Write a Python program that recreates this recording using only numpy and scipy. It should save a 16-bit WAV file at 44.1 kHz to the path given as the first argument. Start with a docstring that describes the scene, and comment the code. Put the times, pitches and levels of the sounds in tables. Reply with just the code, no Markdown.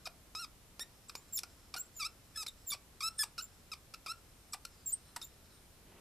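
"""A felt marker squeaks as it draws a square wave on a glass board: at the corners its tip sticks and slips.
Slow slips are pulses that ring the modes of the pen (chatter); fast ones are gliding tones (whistles).
Snaps of noise mark the stuck tip breaking loose, scraping noise follows the squeaks, and the runs hiss faintly.
Underneath are shaped noise for rumble and microphone hiss, and a low hum; a sleeve rustles as the arm drops.
Decaying noise tails add the echoes of the board and the room."""
import sys
import numpy as np
from scipy import signal
from scipy.fft import rfft, irfft, next_fast_len
from scipy.io import wavfile
from scipy.ndimage import uniform_filter1d

SR = 44100
rng = np.random.default_rng(int(sys.argv[2]) if len(sys.argv) > 2 else 0)


def output_pcm(signal):
    """Save a mono or channel-first signal as 16-bit PCM at the path in sys.argv[1].

    Samples are clipped to [-1, 1] before scaling.
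    """
    pcm = np.clip(np.atleast_2d(signal).T, -1, 1) * 32767
    wavfile.write(sys.argv[1], SR, np.round(pcm).astype(np.int16))


N = 264732  # length in samples


def amp(db):
    """Turn dB into a gain."""
    return 10 ** (np.asarray(db) / 20)


def unit(x):
    """Scale x to an rms of 1."""
    return x / np.sqrt(np.mean(x ** 2) + 1e-20)


def along(points, hz):
    """Read a curve of (f/Hz, value) points on a log frequency axis."""
    f, v = np.transpose(points)
    return np.interp(np.log(hz + 1), np.log(f + 1), v)


def track(rows, left=None):
    """Read every column of a time table at each sample of the scene."""
    s, *cols = np.transpose(rows)
    return [np.interp(np.arange(N) / SR, s, c, left=left) for c in cols]


def filtered(x, response):
    """Filter x by a frequency response, with silence added so the ringing does not wrap around."""
    m = next_fast_len(N + SR // 2)
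    return irfft(rfft(x, m) * response(np.fft.rfftfreq(m, 1 / SR)), m)[..., :N]


def ringing(modes):
    """Response of damped resonances (f/Hz, width/Hz, level/dB), added with alternating signs."""
    def response(f):
        total = 0
        for k, (c, w, db) in enumerate(modes):
            total = total + (-1) ** k * amp(db) * 1j * f * w / (c * c - f * f + 1j * f * w)
        return total
    return response


def smooth_noise(size, count=N):
    """Noise averaged over `size` points so that it wanders slowly, at rms 1."""
    return unit(uniform_filter1d(rng.standard_normal(count), size=size))


def narrow_noise(centre_hz, width_hz):
    """A band of noise with a movable centre: slow noise multiplied by a sine and a cosine."""
    slow = filtered(rng.standard_normal((2, N)), lambda hz: 1 / (1 + (hz / width_hz) ** 2))
    phase = 2 * np.pi * np.cumsum(centre_hz) / SR
    return unit(slow[0] * np.cos(phase) + slow[1] * np.sin(phase))


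# low hum of the room: f/Hz, width/Hz, level/dB
ROOM_HUM = (84, 20, -77.5)


def room_hum():
    """A narrow band of low noise, heard as a faint unsteady hum."""
    hz, width_hz, db = ROOM_HUM
    return amp(db) * narrow_noise(np.full(N, hz), width_hz)


# colour of the rumble and hiss in the centre: f/Hz, relative level/dB
CENTRE_COLOUR = [(12, -33), (20, 0.5), (59, 0), (90, -2.5), (333, -12), (372, -12.5), (1130, -19),
                 (1450, -21.5), (2090, -22), (5530, -24.5), (12800, -25), (15500, -35.5)]
# colour of the rumble and hiss at the sides: f/Hz, relative level/dB
SIDE_COLOUR = [(12, -32), (20, 6), (33, -5.5), (631, -13), (985, -15), (12400, -17), (15500, -17)]


def air():
    """Ventilation rumble and microphone hiss: shaped noise, mostly in the centre."""
    centre, side = (unit(filtered(rng.standard_normal(N), lambda hz: amp(along(colour, hz))))
                    for colour in (CENTRE_COLOUR, SIDE_COLOUR))
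    return amp(-62) * centre + amp(-66.5) * side * [[1], [-1]]


# how long the room rings: f/Hz, time to fall by 60 dB t/s
ROOM_DECAY = [(500, 0.32), (3000, 0.15), (12000, 0.1)]
# how long the quick echoes off the board and the writer ring: f/Hz, time to fall by 60 dB t/s
BOARD_DECAY = [(500, 0.22), (3000, 0.083), (12000, 0.065)]


def echoes(x, decay):
    """Convolve x with two noise tails in which each frequency dies at its own speed."""
    hz, t, z = signal.stft(rng.standard_normal((2, SR // 2)), SR, nperseg=128)
    fading = z * amp(-60 * t / along(decay, hz)[:, None])
    tail = signal.istft(fading, SR, nperseg=128)[1]
    delayed = np.pad(x, (130, 0))  # samples
    return signal.fftconvolve(delayed[None], tail / np.linalg.norm(tail[0]), axes=1)[:, :N]


# rustle as the arm drops: t/s, level/dB before its graininess
ARM_DROP = [(5.75, -83), (5.88, -66), (5.93, -63), (6.01, -63)]
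# colour of the cloth noise: f/Hz, relative level/dB
CLOTH_COLOUR = [(100, -4), (300, 5), (600, -3.5), (1200, -7.5), (2000, -10), (3200, -12), (4500, -22),
                (16000, -60)]


def sleeve():
    """Soft cloth rubbing: shaped noise, uneven in grains."""
    db, = track(ARM_DROP, left=-120)
    grain_db = 2 * smooth_noise(300)
    cloth = unit(filtered(rng.standard_normal(N), lambda hz: amp(along(CLOTH_COLOUR, hz))))
    return amp(db + grain_db) * cloth


# felt gliding: t/s, hiss level/dB before its patchiness, barrel level/dB re hiss,
# edge level/dB re hiss, edge f/Hz
GLIDE_LEVELS = [(0.0, -80, 5, -8, 7460), (0.6, -102, -6, -5, 8500), (0.93, -76.5, -6, -6, 9200),
                (1.25, -79, 2.5, 1, 7420), (1.55, -73.5, -1.5, -4, 7550), (1.9, -83, 0, -6, 7400),
                (2.55, -74, -3, -3, 7760), (2.95, -85, -5, -2, 7830), (3.24, -71.5, 4, 10, 8820),
                (3.36, -86, -10, -15, 8400), (3.5, -75, -1, -3, 7490), (3.85, -86, -1, -2, 7730),
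                (4.18, -79, -3, 0, 7990), (4.32, -81, -1, 3, 8800), (4.6, -83, 1, 5, 8800),
                (4.75, -74, -4, -6, 7400), (4.89, -79, -4, -6, 7600), (4.92, -70, -4, -10, 8000),
                (4.96, -76, -3, -2, 8700), (5.15, -80.5, 8, 7, 9050), (5.42, -77, -0.5, -15, 7540),
                (5.55, -75.5, 5, 4, 8970), (5.75, -88, 2, 4, 9300), (6.0, -95, -6, -3, 9000)]
# centre of the nib band of the hiss, which sags once in a fast stroke: t/s, f/Hz
NIB_PITCH = [(4.68, 5290), (4.9, 4570), (4.97, 5300)]


def glide():
    """Smooth felt on glass: faint noise in the modes of the pen; the edge mode moves with the grip."""
    hiss_db, barrel_db, edge_db, edge_hz = track(GLIDE_LEVELS)
    nib_hz, = track(NIB_PITCH)
    patchy_db = 2 * smooth_noise(1500)
    nib = narrow_noise(nib_hz, 330)
    body = unit(filtered(rng.standard_normal(N), ringing([(1370, 260, -2.0), (4100, 380, -6.0)])))
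    edge = narrow_noise(edge_hz, 440)
    return amp(hiss_db + patchy_db) * (nib + amp(barrel_db) * body + amp(edge_db) * edge)


def stroke(rows):
    """Sample numbers of one squeak and its columns at each sample."""
    s, *cols = np.transpose(rows)
    n = np.arange(round(s.min() * SR), round(s.max() * SR))
    return n, [np.interp(n / SR, np.sort(s), c) for c in cols]


# what each slip rate brings out of the pen: slip rate f/Hz, then level/dB of the
# low barrel mode, upper barrel modes, cap and edge
RATE_FAVOURS = [(600, 17.5, -3, 4, -3.5), (930, 10.5, -6, -3.5, -2.5), (1085, 7, 1, -4, 1),
                (1136, -7.5, 3, 6, -3), (1240, -13.5, -0.5, -0.5, -2.5), (1342, 4, 2.5, -6.5, -1),
                (1470, -0.5, 4.5, -0.5, 2), (1430, -29, 6, -2, 5.5), (1850, -6, 6, -10.5, 4.5),
                (2400, 13, -4, -2, 9), (3700, -15, -11, -12, -6)]
# share [0-1] of a level dip that these parts do not follow: low barrel, upper barrel, cap, edge
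DIP_IGNORED = (0.49, 0.38, 0.65, 0.27)
ROUGHER_BELOW_HZ, ROUGH_PER_OCTAVE = 1180, 0.36  # roughness added per octave below this slip rate
START_ROUGH, SETTLE_S = 0.21, 0.0091  # extra roughness as a squeak starts, and its time constant
ATTACK_DB, ATTACK_S = 5, 0.0011  # a squeak starts this much down and swells in
RELEASE_DB, RELEASE_S = 4.5, 0.0023  # and fades this much over its last slips


def contact(rows, grip):
    """Sliding contact in one squeak: sample numbers, slip rate, level, roughness and levels of the pen parts."""
    n, (hz, db) = stroke(rows)
    rough, barrel_db, cap_db, edge_db = grip
    age = (n - n[0]) / SR
    dip_db = db.max() - db
    rough = rough + ROUGH_PER_OCTAVE * np.maximum(0, np.log2(ROUGHER_BELOW_HZ / hz))
    rough = rough + START_ROUGH * np.exp(-age / SETTLE_S)
    rates, *favours = np.transpose(RATE_FAVOURS)
    held_db = (barrel_db, barrel_db, cap_db, edge_db)
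    parts_db = [part_db + along(np.transpose([rates, more_db]), hz) + share * dip_db
                for part_db, more_db, share in zip(held_db, favours, DIP_IGNORED)]
    db = db - ATTACK_DB * np.exp(-age / ATTACK_S) - RELEASE_DB * np.exp(-age[::-1] / RELEASE_S)
    return n, [hz, db, rough] + parts_db


def grit():
    """Rough or fast contact also scrapes: noise that follows the level of each squeak."""
    gain = np.zeros(N)
    for rows, grip in zip(CHATTER_CURVES, GRIPS):
        n, (hz, db, rough, *_) = contact(rows, grip)
        gain[n] = amp(db - 5.5) * (.05 + np.clip(rough, 0, 1) + (hz / 5500) ** 2)
    for rows in WHISTLE_CURVES:
        n, (hz, db) = stroke(rows)
        gain[n] += amp(-60 + 0.45 * (db + 31))
    scrape = filtered(rng.standard_normal(N), ringing([(5340, 3700, 4.0), (10200, 18000, -3.5)]))
    return gain * unit(scrape)


# the stuck tip breaks loose: t/s, snap level/dB before the pen rings, barrel and cap level/dB re snap
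# before their common boost, knock level/dB re snap before its mode
BREAK_EVENTS = [(0.3498, -41.5, -1, -19.5), (0.7947, -26.5, -18.5, -32), (1.1529, -27, -10.5, -27.5),
                (1.4337, -25.5, -12, -46), (1.7629, -31, -14, -29), (2.464, -36, -30, -29.5),
                (3.3797, -33.5, -14, -29.5), (3.939, -36.5, -12, -33), (4.0617, -30.5, -10.5, -43),
                (4.6517, -31.5, -15, -50), (5.215, -41, -15, -34)]
# modes of the pen's barrel: f/Hz, width/Hz, relative level/dB
BARREL_MODES = [(694, 460, -1.5), (1358, 243, 5), (1450, 15, -1.5)]
# mode of the cap end: f/Hz, width/Hz, relative level/dB
CAP_MODES = [(2395, 224, 4)]
# modes of the nib: f/Hz, width/Hz, relative level/dB
NIB_MODES = [(3800, 870, -6.5), (5236, 540, 4)]
# modes of the tip's edge: f/Hz, width/Hz, relative level/dB
EDGE_MODES = [(7760, 1000, 4), (10020, 2300, 3), (11620, 1170, -12), (12800, 920, -6.5)]


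def breaks():
    """A sharp snap and a few milliseconds of scraping excite the whole pen; the board gives a dull knock."""
    sharp, deep, knock = np.zeros((3, N))
    t = np.arange(600) / SR
    for s, db, barrel_db, knock_db in BREAK_EVENTS:
        start = round(s * SR)
        snap = amp(db - 60 * t / .028) * rng.standard_normal(len(t))
        snap[0] = 3.5 * amp(db)  # the first jolt
        sharp[start:][:len(t)] += snap
        deep[start:][:len(t)] += amp(barrel_db) * snap
        knock[start] = amp(db + knock_db)
    crack = amp(-2.5) * filtered(sharp, ringing(NIB_MODES)) + amp(-14) * filtered(sharp, ringing(EDGE_MODES))
    body = amp(6.5) * filtered(deep, ringing(BARREL_MODES + CAP_MODES))
    return crack + body + filtered(knock, ringing([(345, 540, 43)]))


# whistles of the tip, one curve each: t/s, pitch f/Hz, level/dB before its flutter
WHISTLE_CURVES = [
    [(0.047, 7000, -61), (0.054, 6760, -55)],
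    [(1.083, 8100, -63), (1.093, 7260, -48.5)],
    [(1.156, 6900, -51), (1.17, 7030, -62), (1.181, 7180, -57), (1.21, 7100, -73)],
    [(1.324, 7620, -54), (1.334, 7410, -41), (1.354, 7340, -42), (1.364, 7080, -38), (1.368, 7000, -45),
     (1.3725, 6600, -40)],
    [(1.3725, 5600, -38), (1.376, 5340, -34), (1.38, 5000, -41)],
    [(1.784, 6970, -43), (1.792, 7200, -50), (1.8, 7390, -41.5), (1.817, 7700, -41), (1.821, 7560, -59),
     (1.885, 7700, -75)],
    [(1.94, 7470, -70), (1.96, 7160, -62), (1.969, 7150, -49), (1.997, 6800, -53)],
    [(2.666, 7600, -60), (2.677, 7430, -41), (2.688, 7140, -45), (2.698, 7170, -45), (2.704, 6620, -45)],
    [(3.177, 9330, -63), (3.184, 8500, -41), (3.19, 8460, -37)],
    [(3.417, 7230, -58), (3.424, 7130, -51), (3.434, 7360, -44.5), (3.438, 7340, -58), (3.442, 7380, -42),
     (3.447, 7290, -55), (3.47, 7250, -70)],
    [(4.524, 8060, -46), (4.531, 7610, -52)],
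    [(4.5295, 5350, -69), (4.533, 5334, -39)],
    [(4.859, 7500, -48), (4.864, 7550, -40), (4.88, 7460, -36.5), (4.886, 7360, -48), (4.89, 7260, -40),
     (4.895, 7340, -44), (4.898, 7240, -41.5), (4.915, 6800, -58), (4.928, 7970, -35.5), (4.94, 8650, -29),
     (4.946, 9000, -39.5)],
    [(5.24, 6970, -52), (5.25, 7110, -51), (5.257, 7380, -60), (5.275, 7270, -58)],
]
# extra strength of the octave in each whistle, in the same order: level/dB
WHISTLE_OCTAVES = [-20, -25, -10, 3.5, 3.5, 1, -6, 4.5, 0, -3, -20, -8, 1, 0]
# octave level at each pitch, running out near the 16 kHz band limit: pitch f/Hz, level/dB re the pitch
# before the extra strength above
OCTAVE_CURVE = [(5300, -11), (6800, 1.5), (7300, -5.5), (7600, -13), (7950, -56), (8600, -75)]


def whistles():
    """Fast slips lock to the tip: a tone with its octave; the fainter it is, the more it flutters."""
    out = np.zeros(N)
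    flutter, waver = (unit(uniform_filter1d(smooth_noise(110), size=110)) for _ in range(2))
    roughness = smooth_noise(5)
    for rows, overtone_db in zip(WHISTLE_CURVES, WHISTLE_OCTAVES):
        n, (hz, db) = stroke(rows)
        octave_db = overtone_db + along(OCTAVE_CURVE, hz)
        loose = np.clip((-36 - db) / 20, .15, 1)
        phase = 2 * np.pi * np.cumsum(hz) / SR
        phase = phase + 0.3 * loose * waver[n] + 0.01 * roughness[n]  # radians
        fade = np.minimum(1, np.minimum((n - n[0]) / 30, (n[-1] - n) / 45))  # in and out, samples
        tone = np.sin(phase) + amp(octave_db) * np.sin(2 * phase)
        out[n] += np.sqrt(2) * fade * amp(db + 2.6 * loose * flutter[n]) * tone
    return out


def pulses(at, strength):
    """Band-limited clicks that may fall between samples."""
    n = np.floor(at)[:, None] + np.arange(-7, 9)
    gap = n - at[:, None]
    shape = np.sinc(gap) * np.cos(np.pi * gap / 16) ** 2
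    return np.bincount(n.astype(int).ravel(), (shape * strength[:, None]).ravel(), N)[:N]


def train_rms(modes, hz, rough):
    """Rms of unit slips through the modes: harmonics when regular, plain energy when rough."""
    lines = np.outer(hz, np.arange(1, 30))
    line_power = abs(ringing(modes)(lines)) ** 2 * (lines < SR / 2)
    tonal = 2 * (hz / SR) ** 2 * np.sum(line_power, axis=1)
    spread = hz / SR * np.mean(abs(ringing(modes)(np.linspace(0, SR / 2, 500))) ** 2)
    return np.sqrt((1 - rough) * tonal + rough * spread)


# chatter, one curve per squeak: t/s, slip rate f/Hz, level/dB before swell, fade and random drift
CHATTER_CURVES = [
    [(0.055, 1308, -43.5), (0.066, 1204, -45), (0.069, 1030, -47), (0.071, 546, -48.5), (0.076, 717, -43.5),
     (0.079, 600, -55)],
    [(0.35, 1296, -42), (0.357, 1261, -44.5), (0.381, 1290, -47.5), (0.4, 1400, -46.5), (0.411, 1413, -49),
     (0.43, 1302, -47), (0.445, 1262, -44.5), (0.452, 1026, -49)],
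    [(0.796, 1680, -61), (0.803, 1750, -52), (0.811, 1832, -44.5), (0.822, 1850, -45.5), (0.833, 1926, -52)],
    [(1.095, 1240, -42), (1.102, 1090, -50)],
    [(1.38, 3680, -34), (1.388, 3400, -51)],
    [(1.3885, 2440, -38), (1.394, 1700, -34.5)],
    [(1.74, 1156, -41), (1.744, 1203, -40), (1.749, 855, -58), (1.757, 570, -61)],
    [(1.7635, 1470, -55), (1.771, 1398, -46.5), (1.78, 1482, -50), (1.784, 1360, -46.5)],
    [(1.993, 1340, -60), (1.997, 1340, -52), (2.0, 1327, -44), (2.006, 1302, -39), (2.02, 1207, -44.5),
     (2.033, 1136, -44), (2.041, 1146, -53), (2.052, 1253, -39), (2.069, 1350, -42), (2.074, 1390, -54)],
    [(2.345, 1774, -78), (2.356, 1735, -64), (2.361, 1726, -42), (2.3725, 1716, -50)],
    [(2.373, 1306, -39), (2.38, 1306, -42), (2.412, 1279, -42.5), (2.428, 1206, -45), (2.433, 883, -45),
     (2.439, 802, -50)],
    [(2.464, 1312, -35.5), (2.467, 1350, -39)],
    [(2.467, 4020, -39), (2.471, 4030, -44), (2.478, 3900, -70)],
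    [(2.479, 3480, -46.5), (2.484, 3682, -40.5), (2.49, 3938, -50), (2.5, 3548, -81)],
    [(2.704, 3700, -41.5), (2.713, 3550, -39), (2.715, 3500, -50), (2.7195, 3380, -35)],
    [(2.72, 1152, -41), (2.736, 1149, -36), (2.742, 894, -44), (2.744, 776, -53), (2.752, 506, -51)],
    [(3.006, 1263, -39), (3.013, 1092, -45.5), (3.02, 1090, -49), (3.028, 1240, -42), (3.04, 1298, -36.5),
     (3.064, 1313, -38.5), (3.086, 1341, -36.5), (3.09, 1370, -49)],
    [(3.19, 1753, -32), (3.196, 1742, -36), (3.216, 1720, -33.5), (3.229, 1633, -37)],
    [(3.23, 1278, -40), (3.237, 1120, -42), (3.239, 910, -40.5), (3.244, 903, -48)],
    [(3.38, 1461, -46.5), (3.392, 1260, -40), (3.399, 1350, -42), (3.404, 1464, -56), (3.414, 1470, -45)],
    [(3.717, 1310, -40), (3.727, 1276, -50), (3.735, 1188, -46), (3.742, 940, -50)],
    [(3.938, 1296, -51.5), (3.944, 1342, -47), (3.949, 1310, -46)],
    [(4.061, 1353, -63), (4.067, 1304, -43.5), (4.079, 1030, -59), (4.082, 1198, -49), (4.098, 1317, -43.5),
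     (4.11, 1328, -41), (4.124, 1396, -46)],
    [(4.533, 1237, -40), (4.541, 1172, -45), (4.547, 804, -50.5), (4.549, 716, -71), (4.555, 767, -75)],
    [(4.651, 1414, -37.5), (4.657, 1393, -46.5)],
    [(5.162, 1290, -38.5), (5.166, 1049, -46.5), (5.17, 874, -47.5), (5.172, 943, -74), (5.18, 984, -62)],
    [(5.215, 1276, -40), (5.221, 1320, -48)],
    [(5.218, 3820, -51), (5.228, 3600, -47.5), (5.238, 3900, -50)],
]
# how the pen is held for each squeak, at its loudest: roughness [0-1] before the additions in contact(),
# then barrel, cap and edge level/dB re nib, before what the slip rate adds
GRIPS = [(0.19, -8, -8, -4), (0.13, -9, -11, -4.5), (0.03, -9, 5.5, -2), (0.32, -9, -12.5, -2),
         (0.1, -16, -10, 3), (0.98, -26, -7, -8.5), (0.12, -6, -8.5, -0.5), (0.18, -4, -8, -1),
         (0.2, -9, -6.5, -2.5), (0.22, -14, -4, -9), (0.06, -13, -13.5, 0), (0.61, -12, -2.5, -12),
         (0.34, -2, -6, -4), (0.02, -10, -4, -1.5), (0, -3, -12, 4), (.1, -14.5, -13, -2.5),
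         (.03, -7, -11.5, -1.5), (0, -16, -22, -2), (0.06, -5.5, -7, 7), (0.14, -8.5, -10.5, -7),
         (.03, -8.5, -7, -4), (0.41, -5.5, -0.5, -7), (0.14, -5.5, -8.5, -5), (0.26, -3.5, -12.5, 3.5),
         (0.18, -11, -9.5, -5.5), (0.31, -0.5, -21, 4), (0.22, -14.5, -27, -8), (0.18, -3, -8, -2)]
# upper edge modes: slip rate f/Hz, level/dB re the lowest edge mode, before a common offset
EDGE_BRIGHTNESS = [(700, -4), (1100, -8.5), (1250, -3.5), (1320, -6.5), (1420, -0.5), (1750, -12),
                   (2400, 8), (3700, 4.5)]
LOW_UNDER_DB = 10  # the low barrel mode is set this far under the upper ones
UNEVEN_DB = 1.5  # rms drift of each part of the pen from slip to slip
SLIP_TOP_HZ = 13100  # a slip is not perfectly sharp: its treble rolls off here


def chatter(jitter=.3, scatter_db=3):
    """One pulse per slip rings the pen; rough contact scatters the timing (in slip periods) and size."""
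    parts = []
    for rows, grip in zip(CHATTER_CURVES, GRIPS):
        n, cols = contact(rows, grip)
        # a slip each time the accumulated rate passes a whole number
        turns = np.cumsum(cols[0]) / SR
        at = np.interp(np.arange(np.ceil(turns[-1])), turns, n)
        parts.append([at] + [np.interp(at, n, c) for c in cols])
    at, hz, db, rough, low_db, barrel_db, cap_db, edge_db = np.concatenate(parts, axis=1)
    rough = np.clip(rough, 0, 1) ** 2
    chance = rng.standard_normal((len(at), 2))
    at = at + jitter * rough * chance[:, 0] * SR / hz
    db = db + (0.043 + scatter_db * rough) * chance[:, 1]
    pen_parts = [(BARREL_MODES[:1], low_db - LOW_UNDER_DB), (BARREL_MODES[1:], barrel_db),
                 (CAP_MODES, cap_db), (NIB_MODES, 0), (EDGE_MODES[:1], edge_db - 1.5),
                 (EDGE_MODES[1:], edge_db - 5.0 + along(EDGE_BRIGHTNESS, hz))]
    pen = np.zeros(N)
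    for modes, part_db in pen_parts:
        drift_db = UNEVEN_DB * smooth_noise(12, len(at))
        strength = amp(db + part_db + drift_db) / train_rms(modes, hz, rough)
        pen += filtered(pulses(at, strength), ringing(modes))

    def colour(f):
        # nib and edge cancel each other between their modes
        notch = 1 - ringing([(6900, 1600, -2)])(f)
        return notch / np.sqrt(1 + (f / SLIP_TOP_HZ) ** 6)
    return filtered(pen, colour)


def scene():
    """Add up the pen, the sleeve, their echoes and the room."""
    def dull(hz):
        # all but the whistles and the sleeve end a little lower in the treble
        return 1 / (1 + (hz / 14600) ** 70)
    sources = filtered(breaks() + glide() + grit() - chatter(), dull) + whistles() + sleeve()
    centre, side = amp(-15.0) * echoes(sources, ROOM_DECAY) + amp(-15.5) * echoes(sources, BOARD_DECAY)
    # the two microphone ports sit close together, so they hear nearly the same echoes
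    heard = sources + centre + 0.0057 * side * [[1], [-1]]
    return heard + filtered(air() + room_hum(), dull)


def record(dry):
    """Keep nothing from the band limit of 16 kHz upward."""
    return filtered(dry, lambda hz: hz < 16000)


dry = scene()
out = record(dry)
output_pcm(out)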